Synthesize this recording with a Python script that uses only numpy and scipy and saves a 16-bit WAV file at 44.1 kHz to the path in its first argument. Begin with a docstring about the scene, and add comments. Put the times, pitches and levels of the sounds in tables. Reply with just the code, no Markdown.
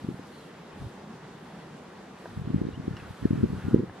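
"""Wind at an open waterhole, on a small stereo camera microphone standing in the wind.
Air rushes over water and reeds throughout. At once hiss swells and a gust rumbles on the two ports;
grass brushes, a weaker gust passes, and a hollow hum comes and goes in the lull. From 2.3 s, after a tick,
gusts return and eddies thump across the ports, mostly from the right, over faint ticks and far chirps.
From 3 s the reeds rustle under the strongest buffeting, which peaks just before the end."""
import sys
import numpy as np
from scipy import signal
from scipy.fft import rfft, irfft
from scipy.io import wavfile
from scipy.ndimage import uniform_filter1d

SR = 44100
rng = np.random.default_rng(int(sys.argv[2]) if len(sys.argv) > 2 else 0)


def to_wav(sig):
    """Store sig (one row per channel, or 1-D mono) as 16-bit WAV at the path in sys.argv[1].

    Samples outside -1..1 are clipped; the rate is SR.
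    """
    pcm = np.clip(np.atleast_2d(sig), -1, 1) * 32767
    pcm = np.round(pcm).astype(np.int16)
    wavfile.write(sys.argv[1], SR, pcm.T)  # frames by channels


N = 176400
AIR_LAG_MS = 0.027  # the surrounding wind reaches the left port this much later


def undb(db):
    """Decibels to gain."""
    return 10 ** (np.asarray(db) / 20)


def unit(x):
    """Scale to rms 1."""
    return x / np.sqrt(np.mean(x ** 2))


def bins():
    """Frequencies of the spectrum, Hz."""
    return np.maximum(np.arange(N // 2 + 1) * SR / N, 1)


def curve(points, hz):
    """Read (frequency, value) points on a log axis."""
    freqs, values = np.array(points, float).T
    return np.interp(np.log(hz), np.log(freqs), values)


def walk(rate_hz):
    """Random levels held 1 / rate_hz s and smoothed twice; rms 1."""
    hold = int(SR / rate_hz)
    steps = np.repeat(rng.standard_normal(N // hold + 1), hold)
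    return unit(uniform_filter1d(uniform_filter1d(steps, hold), hold)[:N])


def port_noise(gain, likeness, lag_ms=AIR_LAG_MS):
    """Coloured noise at the two microphone ports: a shared part, late on the left, and a part each."""
    shared, left, right = rfft(rng.standard_normal((3, N)))
    delay = np.exp(-2j * np.pi * bins() * lag_ms / 1000)
    common = np.sqrt(likeness) * np.array([shared * delay, shared])
    separate = np.sqrt(1 - likeness) * np.array([left, right])
    return unit(irfft(gain * (common + separate), N))


def flicker(x, depth_db, rate_hz):
    """Each half-octave band wavers by itself; rms 1."""
    half_octaves = 2 * np.log2(np.clip(bins() / 20, 1, 2 ** 10))
    spectrum = rfft(x)
    bands = (irfft(spectrum * np.maximum(1 - abs(half_octaves - k), 0), N) for k in range(21))
    return unit(sum(band * undb(depth_db * walk(rate_hz)) for band in bands))


def swell(t, start, hold, attack_s, release_s):
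    """Smooth rise up to start, hold, exponential fall."""
    rise = (np.minimum(t - start, 0) / attack_s) ** 2
    fall = np.maximum(t - start - hold, 0) / release_s
    return np.exp(-rise - fall)


def swells(t, rows, attack_s, release_s):
    """Summed gain of several swells."""
    return sum(undb(db) * swell(t, start, hold, attack_s, release_s) for start, hold, db in rows)


# Rush of the open air: freq_hz, density_db
AIR_SPECTRUM = [(13, -70), (22, -47), (43, -20.5), (86, -14.5), (106, -14.5), (150, -4.5), (191, -2.5),
                (278, -7.5), (318, -7), (500, -9.5), (542, -12.5), (671, -13.5), (767, -12), (1850, -19.5),
                (2290, -24.5), (3420, -27), (13000, -45.5)]
# How alike the two ports hear it: freq_hz, likeness_0_to_1
AIR_PORT_LIKENESS = [(60, 1), (200, 1), (400, 0.82), (700, 0.7), (1400, 0.74), (3000, 0.53), (6500, 0),
                     (12000, 0.7)]


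def open_air():
    """Steady rush of wind over the water and banks, all around the microphone."""
    rush = port_noise(undb(curve(AIR_SPECTRUM, bins())), curve(AIR_PORT_LIKENESS, bins()))
    level_db = -46 + 0.57 * walk(rate_hz=22.1)
    return undb(level_db) * flicker(rush, depth_db=0.92, rate_hz=20)


# Freshening wind in the reeds: start_s, hold_s, level_db
HISS_SWELLS = [(-.05, 0.24, -65), (.28, 0.19, -63.5), (.79, 0.1, -63.5), (2.2, 0.21, -65.5),
               (3.1, 0.63, -64)]
# Colour of the hiss: freq_hz, density_db
HISS_SPECTRUM = [(1500, -28), (2800, 2.5), (4000, 2.5), (6000, -4), (9000, -3.5), (12000, -6), (13500, -9),
                 (15500, -32)]
REED_ATTACK_S, REED_RELEASE_S = 0.034, 0.045


def reed_hiss(t):
    """The reeds at the waterhole hiss as the wind freshens."""
    hiss = port_noise(undb(curve(HISS_SPECTRUM, bins())), likeness=0.57)
    return hiss * swells(t, HISS_SWELLS, REED_ATTACK_S, REED_RELEASE_S)


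def port_filter():
    """The ports pass turbulence between a low cut and a steep upper edge."""
    low_hz, high_hz = 67.5, 523
    return 1 / np.sqrt((1 + (bins() / high_hz) ** 16) * (1 + (low_hz / bins()) ** 4))


# Gusts on the microphone: start_s, hold_s, level_db, eddy_rate_hz, direction (0 head-on, 1 right)
PORT_GUSTS = [(0.04, 0.085, -40, 202, 0.085), (0.764, 0.045, -51, 80, 0.18), (0.825, 0.046, -37.5, 109, 0),
              (2.309, 0.06, -48.5, 119, 0.44), (2.366, 0.6, -41, 136, 0.41),
              (2.481, 0.193, -39.5, 222, 0.42), (2.986, 0.15, -46.5, 110, 0.44),
              (3.228, 0.36, -35, 134.5, 0.39), (3.32, 0.124, -36.5, 217, 1), (3.643, 0.12, -35, 150, 0.32),
              (3.747, 0.096, -33, 232, 0.52), (3.871, 0.042, -45.5, 109, 0)]
# Turbulence in a gust: eddy_rate_multiple, density_db
GUST_SPECTRUM = [(.1, -46), (.2, -28), (.45, 1), (.8, 3.5), (1.3, -2.5), (2.2, -10), (3.4, -15.5), (6, -22)]


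def gusts(t):
    """Fluttering turbulence right on the ports; faster eddies give a higher rumble."""
    crossing_ms, flutter_db = 1.32, 3
    out = 0
    for start, hold, db, hz, direction in PORT_GUSTS:
        colour = undb(curve(GUST_SPECTRUM, bins() / hz)) * port_filter()
        rumble = port_noise(colour, likeness=0.94, lag_ms=direction * crossing_ms)
        out += undb(db) * rumble * swell(t, start, hold, attack_s=0.02, release_s=0.0088)
    return out * unit(undb(flutter_db * walk(rate_hz=99.5)))


# Strong eddies arriving at the ports: time_s, level_db, rate_hz, left_lag_ms, left_over_right_db
PORT_EDDIES = [(.047, -23, 179, 0.29, 2), (.089, -17.5, 223, 0.38, 2.5), (.104, -26.5, 238, 0.58, 0),
               (.113, -29, 202, -0.19, 5), (0.145, -28, 179, 0.32, -2), (.196, -29.5, 248, 0.3, 1),
               (0.818, -31.5, 128, 0.43, 8), (0.847, -33, 97, -0.25, -7), (2.376, -23, 133, 1.2, 1),
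               (2.396, -30.5, 135, 1.6, 3), (2.418, -25.5, 128, 1.3, 4), (2.477, -22, 214, 0.88, 0),
               (2.504, -20, 197, 0.99, 2), (2.545, -10, 198, 0.91, 2), (2.562, -14.5, 146, 1, 2),
               (2.583, -23, 248, 1.1, -1), (2.617, -13, 257, 1.03, 1), (2.653, -21.5, 232, 1.15, -4),
               (2.67, -24.5, 242, 0.91, 8), (2.689, -21, 306, 1.25, -6.5), (2.778, -27.5, 202, 0.8, 3),
               (2.8, -24.5, 187, 1.2, 2), (2.881, -15, 247, 0.88, 2), (2.912, -23.5, 140, 0.84, 5),
               (3.109, -30, 141, 1.1, 3), (3.229, -23, 174, 1, -3), (3.256, -6.5, 250, 0.86, 2),
               (3.309, -10.5, 206, 0.93, 3), (3.332, -15, 209, 1, 3), (3.357, -20, 200, 0.87, 4),
               (3.379, -22.5, 222, 0.94, -7), (3.396, -30, 174, 1.3, 3), (3.433, -11, 219, 0.94, 5),
               (3.4406, -8, 276, 1.06, 0), (3.447, -18.5, 223, -0.44, 6), (3.455, -23.5, 223, 0.92, -1),
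               (3.503, -23, 150, 1.3, 0), (3.531, -20, 194, 1.27, 3), (3.571, -27, 126, 0.74, 8),
               (3.652, -23, 122, 0.83, 7), (3.668, -23, 149, .8, -1), (3.684, -16, 227, 1.07, 5),
               (3.713, -23.5, 222, 1, 3), (3.735, -15.5, 190, 0.043, 3), (3.745, -2, 272, 0.43, -2.5),
               (3.762, -17, 260, .1, 1), (3.771, -20.5, 292, -0.87, 4), (3.787, -20, 220, -.2, -1),
               (3.795, -16.5, 251, -0.11, -3), (3.803, -17, 262, -0.4, -2), (3.823, -29, 216, 0.2, -2),
               (3.835, -22, 296, -0.35, -1)]


def eddies(t):
    """Each eddy is a suction dip between two pressure bumps, crossing one port and then the other."""
    half_width_cycles, skew = 0.38, 0.48  # skew: the rate rises across the eddy
    out = np.zeros((2, N))
    side = np.array([[.5], [-.5]])  # left, right
    phases = rng.uniform(-1.36, 1, len(PORT_EDDIES))
    for (at, db, hz, lag_ms, pan_db), phase in zip(PORT_EDDIES, phases):
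        near = abs(t - at) < 0.05
        cycles = (t[near] - at - side * lag_ms / 1000) * hz
        pressure = -np.cos(2 * np.pi * (cycles + skew * cycles * np.tanh(cycles)) + phase)
        envelope = np.exp(-.5 * (cycles / half_width_cycles) ** 2)
        out[:, near] += undb(db + side * pan_db) * pressure * envelope
    return irfft(rfft(out) * port_filter(), N)


# Grass touching in the wind: start_s, hold_s, level_db, centre_hz
GRASS_BRUSHES = [(.33, 0.087, -66, 4240), (2.668, 0.0055, -63, 3700), (2.72, .015, -63.5, 3700)]


def grass(t):
    """Narrow bands of rustle where blades of grass slide past each other."""
    half_width_hz = 380
    out = 0
    for start, hold, db, hz in GRASS_BRUSHES:
        brush = port_noise(1 / (1 + ((bins() - hz) / half_width_hz) ** 2), likeness=1)
        out += undb(db) * brush * swell(t, start, hold, attack_s=0.01, release_s=0.01)
    return out


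# Low wind over the waterhole between gusts: start_s, hold_s, level_db
HUM_SWELLS = [(1.06, .1, -46.5), (1.266, 0.3, -51.5), (1.72, .04, -51)]


def wind_hum(t):
    """A soft, hollow hum of wind that comes and goes in the lull."""
    centre_hz, half_width_hz = 186, 53
    hum = port_noise(1 / (1 + ((bins() - centre_hz) / half_width_hz) ** 4), likeness=1)
    return hum * swells(t, HUM_SWELLS, attack_s=0.03, release_s=0.03)


# Close ticks: time_s, ring_db, ring_hz, upper_ring_hz, upper_relative_db, crack_db, decay_s
NEAR_TICKS = [(2.257, -36.5, 970, 1620, -7.5, -38, 0.0054), (2.926, -46, 1420, 1760, -1.5, -51, 0.0081),
              (2.968, -45, 2860, 5480, -10.5, -45, 0.0052), (3.0, -46, 1660, 2610, -0.5, -50, .005),
              (3.897, -39, 774, 1700, -4.5, -47, .0025)]
# Colour of the crack: ring_multiple, density_db
CRACK_SPECTRUM = [(.25, -1), (.5, 5), (1, -5), (1.6, -6), (2.2, -14), (4, -27), (9, -62)]


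def ticks(t):
    """Faint dry ticks near the microphone: a sharp crack and two quickly damped rings."""
    out = 0
    for at, ring_db, hz, upper_hz, upper_db, crack_db, decay in NEAR_TICKS:
        rings = np.sin(2 * np.pi * hz * (t - at))
        rings += undb(upper_db) * np.sin(2 * np.pi * upper_hz * (t - at))
        crack = port_noise(undb(curve(CRACK_SPECTRUM, bins() / hz)), likeness=1, lag_ms=0)
        envelope = swell(t, at, hold=0.00092, attack_s=0.00063, release_s=decay)
        out += (undb(ring_db) * rings + undb(crack_db) * crack) * envelope
    return out


# Birds far from the microphone: start_s, length_s, from_hz, middle_hz, to_hz, level_db
FAR_CHIRPS = [(2.728, 0.044, 2780, 2900, 3330, -51.5), (3.234, 0.035, 1960, 1720, 1590, -46),
              (3.651, 0.057, 1350, 1420, 1450, -50), (3.71, 0.035, 1460, 1434, 1400, -48),
              (3.736, 0.032, 1290, 1264, 1240, -50)]


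def far_birds(t):
    """Thin gliding chirps from far away, wavering slightly in the wind."""
    waver_depth, flicker_db = 0.008, 2.5
    waver = 1 + waver_depth * walk(rate_hz=500)
    out = 0
    for start, length, from_hz, middle_hz, to_hz, db in FAR_CHIRPS:
        progress = np.clip((t - start) / length, 0, 1)
        pitch_hz = np.interp(progress, [0, .5, 1], [from_hz, middle_hz, to_hz]) * waver
        tone = np.sin(2 * np.pi * np.cumsum(pitch_hz) / SR)
        out += undb(db) * np.sin(np.pi * progress) * tone
    return out * unit(undb(flicker_db * walk(rate_hz=120)))


# Reeds behind the strongest gusts: start_s, hold_s, level_db
RUSTLE_SWELLS = [(2.98, 0.75, -54)]
# Colour of the rustle: freq_hz, density_db
RUSTLE_SPECTRUM = [(500, -35), (900, -1.5), (1500, 5), (2000, -3.5), (3200, -11.5), (6000, -21.5)]


def reed_rustle(t):
    """Stronger wind stirs the reeds into a flickering rustle, lower than their hiss."""
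    noise = port_noise(undb(curve(RUSTLE_SPECTRUM, bins())), likeness=0.9)
    rustle = flicker(noise, depth_db=2.5, rate_hz=29.9)
    return rustle * swells(t, RUSTLE_SWELLS, REED_ATTACK_S, REED_RELEASE_S)


def scene():
    """Wind on the microphone in front, the waterhole behind."""
    t = np.arange(N) / SR
    return (open_air() + reed_hiss(t) + gusts(t) + eddies(t) + grass(t)
            + wind_hum(t) + ticks(t) + far_birds(t) + reed_rustle(t))


def record(dry):
    """The camera rolls off the treble and then cuts the top."""
    roll_off_hz, top_hz = 13200, 14800
    soft = irfft(rfft(dry) / np.sqrt(1 + (bins() / roll_off_hz) ** 36), N)
    return signal.sosfilt(signal.ellip(8, .2, 70, top_hz, fs=SR, output="sos"), soft)


dry = scene()
out = record(dry)
to_wav(out)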